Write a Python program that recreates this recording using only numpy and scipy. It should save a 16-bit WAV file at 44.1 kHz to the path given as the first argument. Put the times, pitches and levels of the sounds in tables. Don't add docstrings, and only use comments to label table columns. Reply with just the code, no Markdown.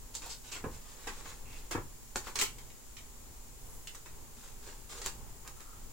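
import sys
import numpy as np
from scipy import signal
from scipy.fft import rfft, irfft, next_fast_len
from scipy.io import wavfile
from scipy.ndimage import map_coordinates

SR = 44100
rng = np.random.default_rng(int(sys.argv[2]) if len(sys.argv) > 2 else 0)


def store_wav(level_fs):
    pcm = np.round(np.clip(np.atleast_2d(level_fs), -1, 1) * 32767)
    wavfile.write(sys.argv[1], SR, pcm.T.astype(np.int16))


N = 261292
SIZE = 16384
HZ, T = np.fft.rfftfreq(SIZE, 1 / SR), np.arange(SIZE) / SR
GRAZE_S = 0.005

# (time [s], level [dB], sharpness [dB], knock [dB], clack [dB], fizz [dB],
# pan left over right [dB])
CLICK_HITS = [(0.1514, 8.5, -2, -28.5, -26, -16, -3), (.22, -2.5, -7, -13.5, -11, -18, -1),
              (.517, 3, -7, -23, -18, -38, -3), (.554, 2, -5, -13.5, -12, -22, -1),
              (0.562, 0, -8, -12.5, -8.5, -27, 1), (1.07, 5.5, -19, -6.5, -8, -14, -1.5),
              (1.088, -4.5, -12, -11, -4.5, -11, 2), (1.257, -8, -8, -4.5, -4, -25, 1),
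              (1.7105, 9, -11, -10.5, -12, -10.5, -2.5), (1.722, 2.5, -17, -8.5, -7, -13, 2),
              (2.1585, 12.5, -2.5, -9.5, -14, -19, 0.5), (2.165, 7.5, -11, -24, -25, -10, -2),
              (2.274, -3, -7, -4, -7.5, -26, 3), (2.356, 14.5, -10, -19.5, -15, -16.5, -1),
              (2.389, 16, -5.5, -27, -12, -17, -4), (2.3969, 13.5, -10, -19.5, -12, -16, 5.5),
              (2.412, 17.5, -11, -24.5, -5.5, -8, -2), (2.421, 16, -6.5, -16, -36, -17, 1.5),
              (2.439, 3, -1, -42, -24, -8, -9), (2.584, -5, -7, -19, -8.5, -15, -1),
              (2.702, -13.5, -7, -20, -2, -20, -1), (2.968, -1, -8, -23.5, -7, -35, -1),
              (3.873, 2.5, -3.5, -31, -4, -13, -0.5), (3.9475, -2.5, -7, -14, -13.5, -12, -2),
              (3.954, -8, 1, -17, -22, -7, -1), (4.058, -8, -15, -8.5, -6, -9, -1),
              (5.0169, 5.5, -4.5, -16, -15.5, -19, -1.5), (5.0616, 11, 1, -16.5, -16.5, -12.5, -1),
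              (5.0694, 6.5, -1, -14, -12, -11, -1), (5.477, -0.5, 1, -18.5, -15.5, -11, -2),
              (5.606, -13.5, 4, -12, -14, -6, -10)]
# (frequency [Hz], level [dB])
CLICK_TONE = [(40, 10.5), (160, -5.5), (400, 5.5), (650, -3.5), (950, 5.5), (1500, 2.5), (2100, 1),
              (3000, -3), (5700, -4.5), (7400, 0), (8800, -6), (12000, -14), (15500, -11)]
def clicks():
    out = np.zeros((2, N))
    for time, db, sharp_db, knock_db, clack_db, fizz_db, pan_db in CLICK_HITS:
        hit_eq = [(1100, knock_db), (2600, clack_db), (4800, -10), (7500, -10), (11000, fizz_db)]
        force = contact(scuff_t60=0.017, spike_db=sharp_db, graze_db=-20)
        blow = rfft(force) * case_ring(ring_db=-62)
        path = rfft(room(direct_db=sharp_db, early_db=-6.5, early_t60=0.11))
        click = irfft(coloured(blow * path, along(CLICK_TONE, HZ) + along(hit_eq, HZ)))
        add(out, time - GRAZE_S, amp(db) * panned(pan_db) * click)
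    return out


def contact(scuff_t60, spike_db, graze_db):
    catch = round(GRAZE_S * SR)
    pressure = np.roll(fade(scuff_t60) * (1 - fade(0.0036)), catch)
    pressure[:catch] = amp(graze_db) * np.linspace(0, 1, catch)
    grains = rng.standard_normal(SIZE)
    force = unit(grains * np.abs(grains) * pressure)
    force[catch] = amp(spike_db) * np.sqrt(SIZE)
    return force


# (frequency [Hz], level [dB], decay t60 [s])
CASE_MODES = [(362, -19, 0.13), (879, -2.5, 0.19), (1097, -17, 0.24), (1750, 0, 0.1), (2280, 2, 0.21),
              (2780, 7, .26), (3240, 8, 0.18), (3750, -14, .1), (4740, 2, 0.16), (6340, -14, .12)]
def case_ring(ring_db):
    modes = np.zeros(SIZE)
    for hz, db, t60 in CASE_MODES:
        strength = amp(db + 2 * rng.standard_normal())
        modes += strength * np.sin(2 * np.pi * hz * T) * fade(t60)
    return 1 + amp(ring_db) * rfft(modes)


# (time [s], level [dB], thud [dB], edge [dB])
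BUMP_HITS = [(.641, 16, -15.5, -12), (.665, 9.5, -11, -18), (1.75, 18, -15, -8.5), (1.778, 12.5, -13, -18),
             (4.675, 1, -21, -31)]
# (frequency [Hz], level [dB])
BUMP_TONE = [(20, 9), (45, 12.5), (100, 10), (140, 10), (195, 2.5), (260, 9.5), (370, 0.5), (510, 1),
             (660, -13.5), (950, -1), (1700, -8), (2600, -17), (3600, -29), (8000, -42)]
def bumps():
    out = np.zeros((2, N))
    for time, db, thud_db, edge_db in BUMP_HITS:
        hit_eq = [(200, thud_db), (400, -7), (800, -7), (1500, edge_db)]
        blow = rfft(contact(scuff_t60=0.031, spike_db=-3.5, graze_db=-15.5))
        path = rfft(room(direct_db=-5.5, early_db=3.5, early_t60=0.17))
        bump = irfft(coloured(blow * path, along(BUMP_TONE, HZ) + along(hit_eq, HZ)))
        add(out, time - GRAZE_S, amp(db) * bump)
    return out


# (time [s], length [s], rub [dB], squeak [dB])
SLIDE_STROKES = [(0.137, 0.025, -55.5, -43.5), (0.211, 0.032, -53, -50.5), (0.247, 0.022, -54.5, -49),
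                 (0.289, 0.024, -54, -42.5), (0.436, 0.057, -56.5, -52), (.515, 0.012, -49.5, -42.5),
                 (0.563, 0.018, -54, -64), (.71, 0.038, -56, -54), (0.811, .11, -59.5, -56.5),
                 (0.963, 0.091, -55, -54.5), (1.099, 0.1, -56, -53), (1.242, 0.067, -53, -51),
                 (1.49, 0.094, -61, -55.5), (2.238, 0.042, -49.5, -49), (4.366, .11, -60, -56),
                 (4.623, 0.076, -55, -53), (4.89, 0.037, -50.5, -47), (4.948, 0.038, -52.5, -49),
                 (5.037, 0.023, -50.5, -41.5), (5.444, 0.034, -56, -64), (5.596, 0.017, -55.5, -58)]
# (frequency [Hz], level [dB])
RUB_TONE = [(60, -32), (250, -8), (470, 2.5), (650, -7.5), (850, 1), (1020, 1.5), (1230, 0), (1480, -1),
            (2700, -5), (4000, -29), (12000, -21.5)]
# (frequency [Hz], level [dB])
SQUEAK_TONE = [(1000, -44), (2700, -4.5), (3800, 0), (4700, -1), (6000, -1.5), (7300, 3.5), (9000, -6),
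               (12000, -19), (15500, -26)]
def slides():
    out = np.zeros((2, N))
    for time, length, rub_db, squeak_db in SLIDE_STROKES:
        skin = amp(rub_db) * friction(RUB_TONE, grains_hz=301, smooth_db=-1.5)
        plastic = amp(squeak_db) * friction(SQUEAK_TONE, grains_hz=536, smooth_db=2)
        add(out, time, stroke(length) * (skin + plastic))
    return out


def friction(tone, grains_hz, smooth_db):
    slips = (rng.random(SIZE) < grains_hz / SR) * rng.standard_normal(SIZE)
    force = unit(slips) + amp(smooth_db) * rng.standard_normal(SIZE)
    path = rfft(room(direct_db=-1, early_db=0.5, early_t60=0.024))
    return unit(irfft(coloured(rfft(force) * path, along(tone, HZ))))


def stroke(length, grip_s=0.006, swell_db=6):
    grip = np.clip(T / grip_s, 0, 1)
    speed = np.clip(T / length, 0, 1)
    release = np.interp(T - length, T, fade(t60=0.16 + 2.9 * length))
    return grip * amp(swell_db * (speed - 1)) * release


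# (time [s], length [s], level [dB], resonance [Hz])
CHAFE_STROKES = [(0.257, .008, -46, 860), (0.294, 0.022, -45.5, 4940), (0.442, .04, -58, 2800),
                 (0.519, 0.012, -43.5, 2750), (1.452, 0.097, -56.5, 2690), (2.261, 0.014, -46, 1124),
                 (4.902, 0.1, -55.5, 453), (5.44, 0.036, -59, 1250), (5.559, 0.16, -58.5, 1280)]
# (frequency over resonance [ratio], level [dB])
LID_PEAK = [(.47, -20), (.8, -7.5), (1, 3), (1.17, -10), (1.75, -20.5)]
def chafes():
    out = np.zeros((2, N))
    for time, length, db, hz in CHAFE_STROKES:
        resonance = [(ratio * hz, level) for ratio, level in LID_PEAK]
        add(out, time, amp(db) * stroke(length) * friction(resonance, grains_hz=400, smooth_db=-2.5))
    return out


# (frequency [Hz], level [dB])
BRUSH_TONE = [(3000, -20), (5500, -10), (7300, 1), (9300, -6), (11200, 4), (13000, -8), (15300, 0)]
def brush(time=3.57, length=0.34, db=-57):
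    out = np.zeros((2, N))
    swell = np.sin(np.pi * np.clip(T / length, 0, 1))
    add(out, time, amp(db) * swell * friction(BRUSH_TONE, grains_hz=900, smooth_db=6))
    return out


# (frequency [Hz], decay t60 [s])
ROOM_DECAY = [(60, 0.8), (250, 0.14), (1000, 0.24), (2500, 0.23), (7000, 0.21), (14000, 0.21)]
def room(direct_db, early_db, early_t60):
    hz, t, bands = signal.stft(diffuse(SIZE), SR, nperseg=256)
    decay = amp(-60 * t / along(ROOM_DECAY, hz)[:, None])
    tail = signal.istft(bands * decay, SR, nperseg=256)[1][:, :SIZE]
    early = diffuse(SIZE) * fade(early_t60)
    path = unit(tail) + amp(early_db) * unit(early)
    path[:, 0] += amp(direct_db) * np.sqrt(SIZE)
    return unit(path) / np.sqrt(SIZE)


# (frequency [Hz], side over mid [dB])
ROOM_WIDTH = [(100, -8), (350, -16), (900, -3.5), (2500, -1), (6000, 1)]
def diffuse(size):
    mid, side = rng.standard_normal((2, size))
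    side = filtered(side, lambda hz: amp(along(ROOM_WIDTH, hz)))
    return unit(np.array([mid + side, mid - side]))


# (frequency [Hz], level [dB])
RUMBLE_TONE = [(10, 0.5), (22, 1.5), (50, -6.5), (90, -14), (125, -14.5), (190, -26.5), (245, -19),
               (310, -31.5), (400, -22.5), (630, -35), (900, -26.5), (1400, -36.5), (4000, -48.5)]
# (frequency [Hz], level [dB])
HISS_TONE = [(300, 9), (1500, 0), (3800, -1), (6100, 3), (7150, 10), (8500, 1.5), (11000, 2), (12800, -2.5),
             (15000, 1)]
# (frequency [Hz], pan left over right [dB])
HISS_BALANCE = [(1500, 0), (4400, 2.5), (8000, 4.5), (11000, -2), (15000, -9.5)]
def background():
    rumble = unit(filtered(diffuse(N), lambda hz: amp(along(RUMBLE_TONE, hz))))
    white = rng.standard_normal((2, N))
    hiss = unit(filtered(white, lambda hz: amp(along(HISS_TONE, hz)) * panned(along(HISS_BALANCE, hz))))
    return amp(-49.5 + 1.8 * wobble(6.7)) * rumble + amp(-53.5) * hiss


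def amp(db):
    return 10 ** (np.asarray(db) / 20)


def unit(x):
    return x / np.sqrt(np.mean(x ** 2) + 1e-20)


def along(points, hz):
    knots_hz, values = np.transpose(points)
    return np.interp(np.log(hz + 1), np.log(knots_hz), values)


def fade(t60):
    return np.exp(-np.log(1000) * T / max(t60, 1e-4))


def panned(db):
    return amp(np.array([db, -db]) / 2).reshape(2, -1)


def wobble(rate):
    return map_coordinates(rng.standard_normal(int(N * rate / SR) + 4), [np.arange(N) * rate / SR])


def filtered(x, response):
    n = x.shape[-1]
    padded = next_fast_len(n + SIZE)
    return irfft(rfft(x, padded) * response(np.fft.rfftfreq(padded, 1 / SR)), padded)[..., :n]


def coloured(spectra, db):
    summed_power = np.cumsum(np.mean(np.abs(spectra) ** 2, axis=0))
    bins = np.arange(len(HZ))
    low = np.maximum(bins * 4 // 5 - 20, 0)
    high = np.minimum(bins * 5 // 4 + 20, bins[-1])
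    band_power = (summed_power[high] - summed_power[low]) / (high - low)
    return spectra * causal(db - 10 * np.log10(band_power + 1e-12))


def causal(db):
    cepstrum = irfft(np.log(amp(db)))
    cepstrum[1:SIZE // 2] *= 2
    cepstrum[SIZE // 2 + 1:] = 0
    return np.exp(rfft(cepstrum))


def add(track, time, sound):
    part = track[:, round(time * SR):][:, :SIZE]
    part += sound[:, :part.shape[1]]


def scene():
    return clicks() + bumps() + slides() + chafes() + brush() + background()


def record(dry, top_hz=15900):
    return filtered(dry, lambda hz: hz < top_hz)


dry = scene()
out = record(dry)
store_wav(out)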